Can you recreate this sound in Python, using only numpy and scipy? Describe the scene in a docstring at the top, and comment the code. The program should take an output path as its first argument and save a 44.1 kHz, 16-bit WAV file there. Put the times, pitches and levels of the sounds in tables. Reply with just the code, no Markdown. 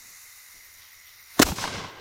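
"""Single-shot firework at night

A fuse hisses as fluttering bands of noise among crickets, made of pulsed noise and a gliding tone.
The lift charge fires: a noise crack, the tube's decaying sines and a blast of gas, then the shell's rush.
Walls slap back noise bursts, trees return a wash that grows duller, and the bass rolls on.
The recorder's gain drops at the bang and creeps back too slowly to recover."""
import sys
import numpy as np
from scipy import signal
from scipy.fft import rfft, irfft, next_fast_len
from scipy.io import wavfile
from scipy.ndimage import uniform_filter1d, map_coordinates

SR = 44100
rng = np.random.default_rng(int(sys.argv[2]) if len(sys.argv) > 2 else 0)


def wrap_up_sound(samples):
    """Save the sound to the file named by the first command line argument, as 16-bit audio."""
    columns = np.atleast_2d(samples).T
    # keep every value between -1 and 1, then stretch to whole-number steps
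    tamed = np.clip(columns, -1, 1)
    steps = np.round(tamed * 32767).astype(np.int16)
    wavfile.write(sys.argv[1], SR, steps)


N = 88508  # samples
FIRE_S = 1.398  # the charge ignites


def amp(db):
    """Decibels to gain."""
    return 10 ** (np.asarray(db) / 20)


def unit(x):
    """Scale to rms 1."""
    return x / np.sqrt(np.mean(x ** 2) + 1e-20)


def clock():
    """The time of every sample in seconds."""
    return np.arange(N) / SR


def curves(rows):
    """One interpolated curve for each column after the time."""
    times, *columns = np.transpose(rows)
    return [np.interp(clock(), times, column) for column in columns]


def wobble(rate):
    """A smooth random curve with rate knots a second."""
    knots = rng.standard_normal(2048)
    return map_coordinates(knots, [clock() * rate + 4], mode="wrap")


def filtered(x, response):
    """Shape x by a response of frequency, with padding so the tail does not wrap around."""
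    size = next_fast_len(N + SR // 4)
    spectrum = rfft(x, size) * response(np.fft.rfftfreq(size, 1 / SR))
    return irfft(spectrum, size)[:N]


def noise(colour):
    """Noise of rms 1 whose spectrum follows rows of frequency and relative level."""
    colour_hz, colour_db = np.transpose(colour)

    def response(hz):
        return amp(np.interp(np.log(hz + 1), np.log(colour_hz), colour_db))

    return unit(filtered(rng.standard_normal(N), response))


def narrow(centre_hz, width_hz):
    """Noise of rms 1 in one steep resonance, 12 dB down at width_hz from its centre."""
    def response(hz):
        return 1 / (1 + ((hz - centre_hz) / width_hz) ** 2) ** 2

    return unit(filtered(rng.standard_normal(N), response))


def burst(start, rise, hold, t60, db):
    """An envelope that rises, holds, then falls 60 dB in t60 seconds."""
    t = clock() - start
    decay_db = 60 * np.maximum(t - rise - hold, 0) / t60
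    return np.clip(t / rise, 0, 1) ** 2 * amp(db - decay_db)


# Spectrum of the distant rumble. Each row: frequency in Hz, relative level in dB.
RUMBLE_COLOUR = [(20, -2), (45, -35.5), (65, 1), (95, -3), (140, -15), (250, -18), (600, -16.5),
                 (2000, -47)]
# Soft low bumps. Each row: peak time in seconds, level in dB.
BUMPS = [(.005, -63), (.045, -68), (.105, -66), (0.544, -62.5)]
# Spectrum of the bumps. Each row: frequency in Hz, relative level in dB.
BUMP_COLOUR = [(60, 1), (130, -5), (300, -5), (500, -8), (1200, -14), (4000, -50)]
RUMBLE_DB, RUMBLE_SWELL_DB = -69, 3
BUMP_RISE_S, BUMP_T60_S = 0.0096, 0.24


def night():
    """An uneven distant rumble of low noise, with a few soft bumps that fade slowly."""
    rumble = amp(RUMBLE_DB + RUMBLE_SWELL_DB * wobble(25.14)) * noise(RUMBLE_COLOUR)
    bump_level = sum(burst(s - BUMP_RISE_S, BUMP_RISE_S, 0, BUMP_T60_S, db) for s, db in BUMPS)
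    return rumble + bump_level * noise(BUMP_COLOUR)


# Far choruses of crickets. Each row: centre in Hz, width in Hz, level in dB.
CHORUSES = [(2038, 235, -57), (5750, 470, -61.5)]
CHORUS_FLUTTER_DB = 1.5


def cricket_choruses():
    """Many far crickets blur into narrow bands of noise that flutter at random."""
    return sum(amp(db + CHORUS_FLUTTER_DB * wobble(39.9)) * narrow(hz, width)
               for hz, width, db in CHORUSES)


# Spectrum of bush-cricket wings. Each row: frequency in Hz, relative level in dB.
WING_COLOUR = [(6000, -42), (8000, -15), (9000, -8.5), (11000, -11), (12500, -5.5), (14000, 0), (15000, -2),
               (16000, -19.5)]
BUZZ_HZ, BUZZ_SHARPNESS, BUZZ_DB = 88.0, 2.5, -58
RASP_FIRST_S, RASP_PERIOD_S, RASP_LENGTH_S, RASP_DB = .083, .139, .038, -55.5


def bush_crickets():
    """One buzzes without pause in rapid wing strokes; another rasps in short, regular chirps."""
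    t = clock()
    stroke_phase = np.pi * (BUZZ_HZ * t + 0.097 * wobble(6.3))
    strokes = np.abs(np.cos(stroke_phase)) ** (2 * BUZZ_SHARPNESS)
    buzz = amp(BUZZ_DB) * unit(strokes * noise(WING_COLOUR))
    # progress through the chirp, 0 to 1; it waits at 1, silent, for the next
    chirp = np.minimum((t - RASP_FIRST_S) % RASP_PERIOD_S / RASP_LENGTH_S, 1)
    rasp = amp(RASP_DB) * np.abs(np.sin(np.pi * chirp)) ** .5 * noise(WING_COLOUR)
    return buzz + rasp


TRILL_FIRST_S, TRILL_PERIOD_S, TRILL_DB = .0335, .0505, -67
TRILL_HZ, TRILL_ARCH_HZ = 6930, 893  # top of the arch, fall to either end


def field_cricket():
    """A trilled tone whose syllables swell and arch in pitch, with a fast random jitter."""
    syllable = ((clock() - TRILL_FIRST_S) / TRILL_PERIOD_S + .5) % 1 - .5  # 0 at its middle
    pitch_hz = TRILL_HZ - TRILL_ARCH_HZ * (2 * syllable) ** 2 + 90 * wobble(500)
    tone = np.sin(2 * np.pi * np.cumsum(pitch_hz) / SR)
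    return amp(TRILL_DB) * unit(np.cos(np.pi * syllable) ** 2 * tone)


# The burning fuse. Each row: time in seconds, level in dB, then trims in dB (before the band gains
# below) of the sizzle near 7 kHz, the flare near 3 kHz and the fizz near 10 kHz.
FUSE_COURSE = [(0.0, -51, -6, -24, -5), (0.014, -52, -3, -44, -5.5), (0.212, -51.5, -4, -22, -2.5),
               (0.228, -52, -5, -39, -2.5), (0.576, -53, -8, -17, -4), (0.758, -54.5, -9.5, -17, -4),
               (0.824, -51.5, -15.5, -8.5, -8), (1.01, -56, -8.5, -17, -6), (1.082, -53, -18, -4.5, -11),
               (1.086, -53.5, -11, -7.5, -8), (1.232, -52.5, -26, -28, -9), (1.24, -54.5, -12.5, -19, -7),
               (1.37, -47.5, -15, -20, -3)]
# Spectrum of the steady hiss. Each row: frequency in Hz, relative level in dB.
HISS_COLOUR = [(150, -38), (450, -20.5), (800, -8), (1200, -1.5), (1700, -1.5), (2500, -1), (2900, -6),
               (3300, -13.5), (3700, 0.5), (4600, -1), (5400, 0), (6400, -6.5), (7200, -18), (8000, -20),
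               (9500, -19), (11300, -19), (12700, -16), (14300, -13), (15800, -19)]
# Spectrum of the sizzle. Each row: frequency in Hz, relative level in dB.
SIZZLE_COLOUR = [(5000, -39), (6000, -1), (6800, 2.5), (7400, -2.5), (8300, -7), (9200, -11), (12000, -18),
                 (16000, -29)]
# Spectrum of the fizz. Each row: frequency in Hz, relative level in dB.
FIZZ_COLOUR = [(7800, -21), (9000, -2.5), (10000, 2.5), (11500, -3), (13000, 0), (16000, -9.5)]
HISS_DB, SIZZLE_DB, FLARE_DB, FIZZ_DB = -2, 3, 2, 0.5  # band gains
FLUTTER_DB = 0.36


def fuse():
    """A fluttering jet of hiss whose bands flare and fade; it ends with the shot."""
    level_db, sizzle_db, flare_db, fizz_db = curves(FUSE_COURSE)
    jet = amp(HISS_DB) * noise(HISS_COLOUR)
    jet += amp(SIZZLE_DB + sizzle_db) * noise(SIZZLE_COLOUR)
    jet += amp(FIZZ_DB + fizz_db) * noise(FIZZ_COLOUR)
    jet += amp(FLARE_DB + flare_db) * narrow(centre_hz=3080, width_hz=1300)
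    return amp(level_db + FLUTTER_DB * wobble(130)) * jet * (clock() < FIRE_S)


# From here to the lift charge, levels are relative: scene() raises them all by this gain.
SHOT_GAIN_DB = 9

# Slaps from nearby walls. Each row: peak time in seconds, level in dB.
SLAPS = [(1.466, -26.5), (1.487, -25), (1.519, -27.5), (1.585, -25), (1.623, -33), (1.641, -20.5),
         (1.653, -27), (1.677, -23), (1.707, -37), (1.754, -30.5), (1.792, -30.5), (1.845, -32.5)]
# Spectrum of the slaps. Each row: frequency in Hz, relative level in dB.
SLAP_COLOUR = [(80, -4), (250, -4.5), (550, -8), (950, 4.5), (1300, -4), (1600, -2.5), (1900, -12.5),
               (2800, -8.5), (6000, -24), (14000, -37)]
SLAP_RISE_S, SLAP_T60_S = 0.0027, 0.045


def wall_slaps():
    """Each wall throws back a short burst of noise."""
    level = sum(burst(s - SLAP_RISE_S, SLAP_RISE_S, 0, SLAP_T60_S, db) for s, db in SLAPS)
    return level * noise(SLAP_COLOUR)


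# Answer of the trees. Each row: time in seconds, level in dB before the trim below.
TREES = [(1.55, -54), (1.56, -38.5), (1.622, -31.5), (1.716, -38.5), (1.746, -36), (1.874, -45),
         (1.926, -52), (2.0, -51)]
# Spectrum of the trees' answer as it arrives. Each row: frequency in Hz, relative level in dB.
TREES_COLOUR = [(200, -12), (400, -5), (650, -7.5), (1000, 0), (1400, -4.5), (1600, -2), (1800, -8),
                (2100, 2.5), (2350, -4.5), (2800, -1.5), (4200, -1), (5600, 1), (7500, -4), (10000, -8),
                (16000, -15)]
TREES_RISE_S, TREES_TRIM_DB = .03, 1.5
AIR_DB_PER_S_KHZ, AIR_PIVOT_KHZ = 9, 4.5


def tree_wash():
    """Trees scatter a wash of noise; the longer its path through air, the duller its balance."""
    first_s = TREES[0][0]
    hz, frame_s, frames = signal.stft(noise(TREES_COLOUR), SR, nperseg=512)
    above_pivot_khz = hz[:, None] / 1000 - AIR_PIVOT_KHZ
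    # the tilt deepens with time: treble sinks and the tones below the pivot gain
    air = amp(-AIR_DB_PER_S_KHZ * above_pivot_khz * np.maximum(frame_s - first_s, 0))
    wash = signal.istft(frames * air, SR, nperseg=512)[1][:N]
    level_db, = curves(TREES)
    arrival = np.clip((clock() - first_s) / TREES_RISE_S + 1, 0, 1)
    return arrival * amp(level_db + TREES_TRIM_DB + 0.8 * wobble(200)) * wash


# Spectrum of the low roll. Each row: frequency in Hz, relative level in dB.
ROLL_COLOUR = [(20, -30), (45, -23), (70, -2.5), (120, 0), (200, -5.5), (300, -9.5), (500, -8.5),
               (1000, -17), (3000, -57)]
# Pitches that linger in the echo. Each row: centre in Hz, width in Hz, level in dB.
RINGS = [(1060, 58, -46.5), (1573, 50, -47.5)]
ROLL_S, ROLL_RISE_S, ROLL_HOLD_S, ROLL_T60_S, ROLL_DB = 1.53, .05, .21, 0.69, -38.5
RING_T60_S = 0.83


def rolling_echo():
    """Bass noise rolls on, while narrow bands of noise linger as faint pitches."""
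    roll = burst(ROLL_S, ROLL_RISE_S, ROLL_HOLD_S, ROLL_T60_S, ROLL_DB) * noise(ROLL_COLOUR)
    rings = sum(burst(TREES[0][0], ROLL_RISE_S, ROLL_HOLD_S, RING_T60_S, db) * narrow(hz, width)
                for hz, width, db in RINGS)
    return roll + rings


# Spectrum of the shell's rush. Each row: frequency in Hz, relative level in dB.
RUSH_COLOUR = [(100, 10), (250, 9.5), (500, 6.5), (1000, 1.5), (1300, -4), (1850, -7), (2400, -2.5),
               (3500, -2), (5000, -1.5), (7000, -1.5), (9000, -8), (13000, -7.5), (16000, -13)]
# Spectrum of the fizzing tail. Each row: frequency in Hz, relative level in dB.
SPARKS_COLOUR = [(2000, -2), (6000, -4), (10000, -7), (14000, -5), (16000, -12)]
# Low surges of air. Each row: middle in seconds, pitch in Hz, length in seconds, peak level in dB.
SURGES = [(1.416, 76, .04, -27.5), (1.452, 61, 0.032, -22.5), (1.508, 67, 0.037, -23),
          (1.527, 178, 0.028, -22.5), (1.79, 193, 0.035, -33)]
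RUSH_S, RUSH_RISE_S, RUSH_HOLD_S, RUSH_T60_S, RUSH_DB = 1.436, .024, .03, 0.3, -27.5
SPARKS_DB = -63.5


def shell():
    """The rising shell rushes and fades over steady sparks, while the air heaves in low surges."""
    out = burst(RUSH_S, RUSH_RISE_S, RUSH_HOLD_S, RUSH_T60_S, RUSH_DB) * noise(RUSH_COLOUR)
    out += amp(SPARKS_DB) * noise(SPARKS_COLOUR) * (clock() > RUSH_S)
    for middle_s, hz, length_s, db in SURGES:
        t = clock() - middle_s
        swell = np.cos(np.pi * np.clip(t / length_s, -.5, .5)) ** 2
        out -= amp(db) * swell * np.cos(2 * np.pi * hz * t)
    return out


# Spectrum of the igniting powder. Each row: frequency in Hz, relative level in dB.
CRACK_COLOUR = [(200, -3), (900, 3), (1800, 0), (2700, -12.5), (3800, -2.5), (5000, -13.5), (6400, -2),
                (8500, -16), (16000, -16)]
LEAD_DB, LEAD_RISE_DB_PER_S = -38, 800
SPUTTER_S, SPUTTER_DB = .005, -23
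CRACK_DB, CRACK_T60_S = -12, .006
CRACK_RING_DB, CRACK_RING_T60_S = -19, 0.1


def powder():
    """A hiss swells quickly into the shot, the powder sputters, then cracks with a fast and a slow decay."""
    t = clock() - FIRE_S
    lead = amp(LEAD_DB - LEAD_RISE_DB_PER_S * np.abs(t))
    sputter = amp(SPUTTER_DB + 1.3 * wobble(1300)) * np.clip(1 + t / SPUTTER_S, 0, 1) ** .5
    after = np.maximum(t, 0)
    crack = amp(CRACK_DB - 60 * after / CRACK_T60_S)
    crack += amp(CRACK_RING_DB - 60 * after / CRACK_RING_T60_S)
    return np.where(t < 0, lead + sputter, crack) * noise(CRACK_COLOUR)


# Modes of the tube. Each row: frequency in Hz, level in dB before attack and low cut, t60 in seconds.
TUBE_MODES = [(291.2, 2, 0.031), (398, -4, 0.021), (575, -6, 0.019), (960, -11.5, .022)]
THUMP_DELAY_S, THUMP_ATTACK_S, THUMP_LOW_CUT_HZ = .0007, .0004, 139


def tube_thump():
    """The struck tube sounds its modes as quickly dying sines."""
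    t = np.maximum(clock() - FIRE_S - THUMP_DELAY_S, 0)
    thump = sum(amp(db - 60 * t / t60) * np.sin(2 * np.pi * hz * t) for hz, db, t60 in TUBE_MODES)
    thump *= 1 - np.exp(-t / THUMP_ATTACK_S)
    low_cut = signal.butter(2, THUMP_LOW_CUT_HZ, "high", fs=SR, output="sos")
    return signal.sosfilt(low_cut, thump)


# Spectrum of the escaping gas. Each row: frequency in Hz, relative level in dB.
BLAST_COLOUR = [(40, -22), (150, -4.5), (290, 0.5), (480, 6), (800, -2.5), (1600, 1.5), (2400, -4.5),
                (3800, -4), (5200, -6), (7000, -5.5), (9000, -10.5), (13000, -12), (16000, -16)]
BLAST_S, BLAST_RISE_S, BLAST_HOLD_S, BLAST_T60_S, BLAST_DB = 1.4115, .0085, .0105, .019, -9
GROUND_TRIP_S, GROUND_RETURN = .0037, .18  # delay of the ground reflection, share that comes back
SCATTER_DB, SCATTER_T60_S = -32, 0.094


def muzzle_blast():
    """Gas bursts out, coloured by a quick reflection from the ground; the ground nearby also scatters it."""
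    def reflected(hz):
        return 1 / (1 - GROUND_RETURN * np.exp(-2j * np.pi * hz * GROUND_TRIP_S))

    gas = unit(filtered(noise(BLAST_COLOUR), reflected))
    blast = burst(BLAST_S, BLAST_RISE_S, BLAST_HOLD_S, BLAST_T60_S, BLAST_DB) * gas
    scatter_hold_s = BLAST_S + BLAST_RISE_S + BLAST_HOLD_S - FIRE_S
    scatter = burst(FIRE_S, BLAST_RISE_S, scatter_hold_s, SCATTER_T60_S, SCATTER_DB)
    return blast + scatter * noise(BLAST_COLOUR)


def lift_charge():
    """Powder, tube and gas together; the thump starts with a downward swing of pressure."""
    return powder() - tube_thump() + muzzle_blast()


def scene():
    """Fuse, shot and echoes among the sounds of the night."""
    background = night() + cricket_choruses() + bush_crickets() + field_cricket()
    echoes = wall_slaps() + tree_wash() + rolling_echo()
    shot = amp(SHOT_GAIN_DB) * (echoes + shell() + lift_charge())
    return (background + fuse() + shot)[None]


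LIMIT_DB, RECOVERY_DB_PER_S, DETECTOR_S = -7, 2, 0.005
CLIP_TOP, TOP_HZ = 1, 15850  # ceiling of the soft clipping, top of the band


def record(dry):
    """The gain drops at the bang and recovers slowly; peaks are rounded off and the band is limited."""
    power = np.abs(uniform_filter1d(dry[0] ** 2, max(round(DETECTOR_S * SR), 1)))
    over_db = np.maximum(10 * np.log10(power + 1e-12) - LIMIT_DB, 0)
    recovery_db = RECOVERY_DB_PER_S * clock()
    # the deepest cut so far, less what has been recovered since
    gain_db = recovery_db - np.maximum.accumulate(over_db + recovery_db)
    held = dry[0] * amp(gain_db)
    rounded = held / (1 + np.abs(held / CLIP_TOP) ** 4) ** (1 / 4)
    return filtered(rounded, lambda hz: hz < TOP_HZ)[None]


dry = scene()
out = record(dry)
wrap_up_sound(out)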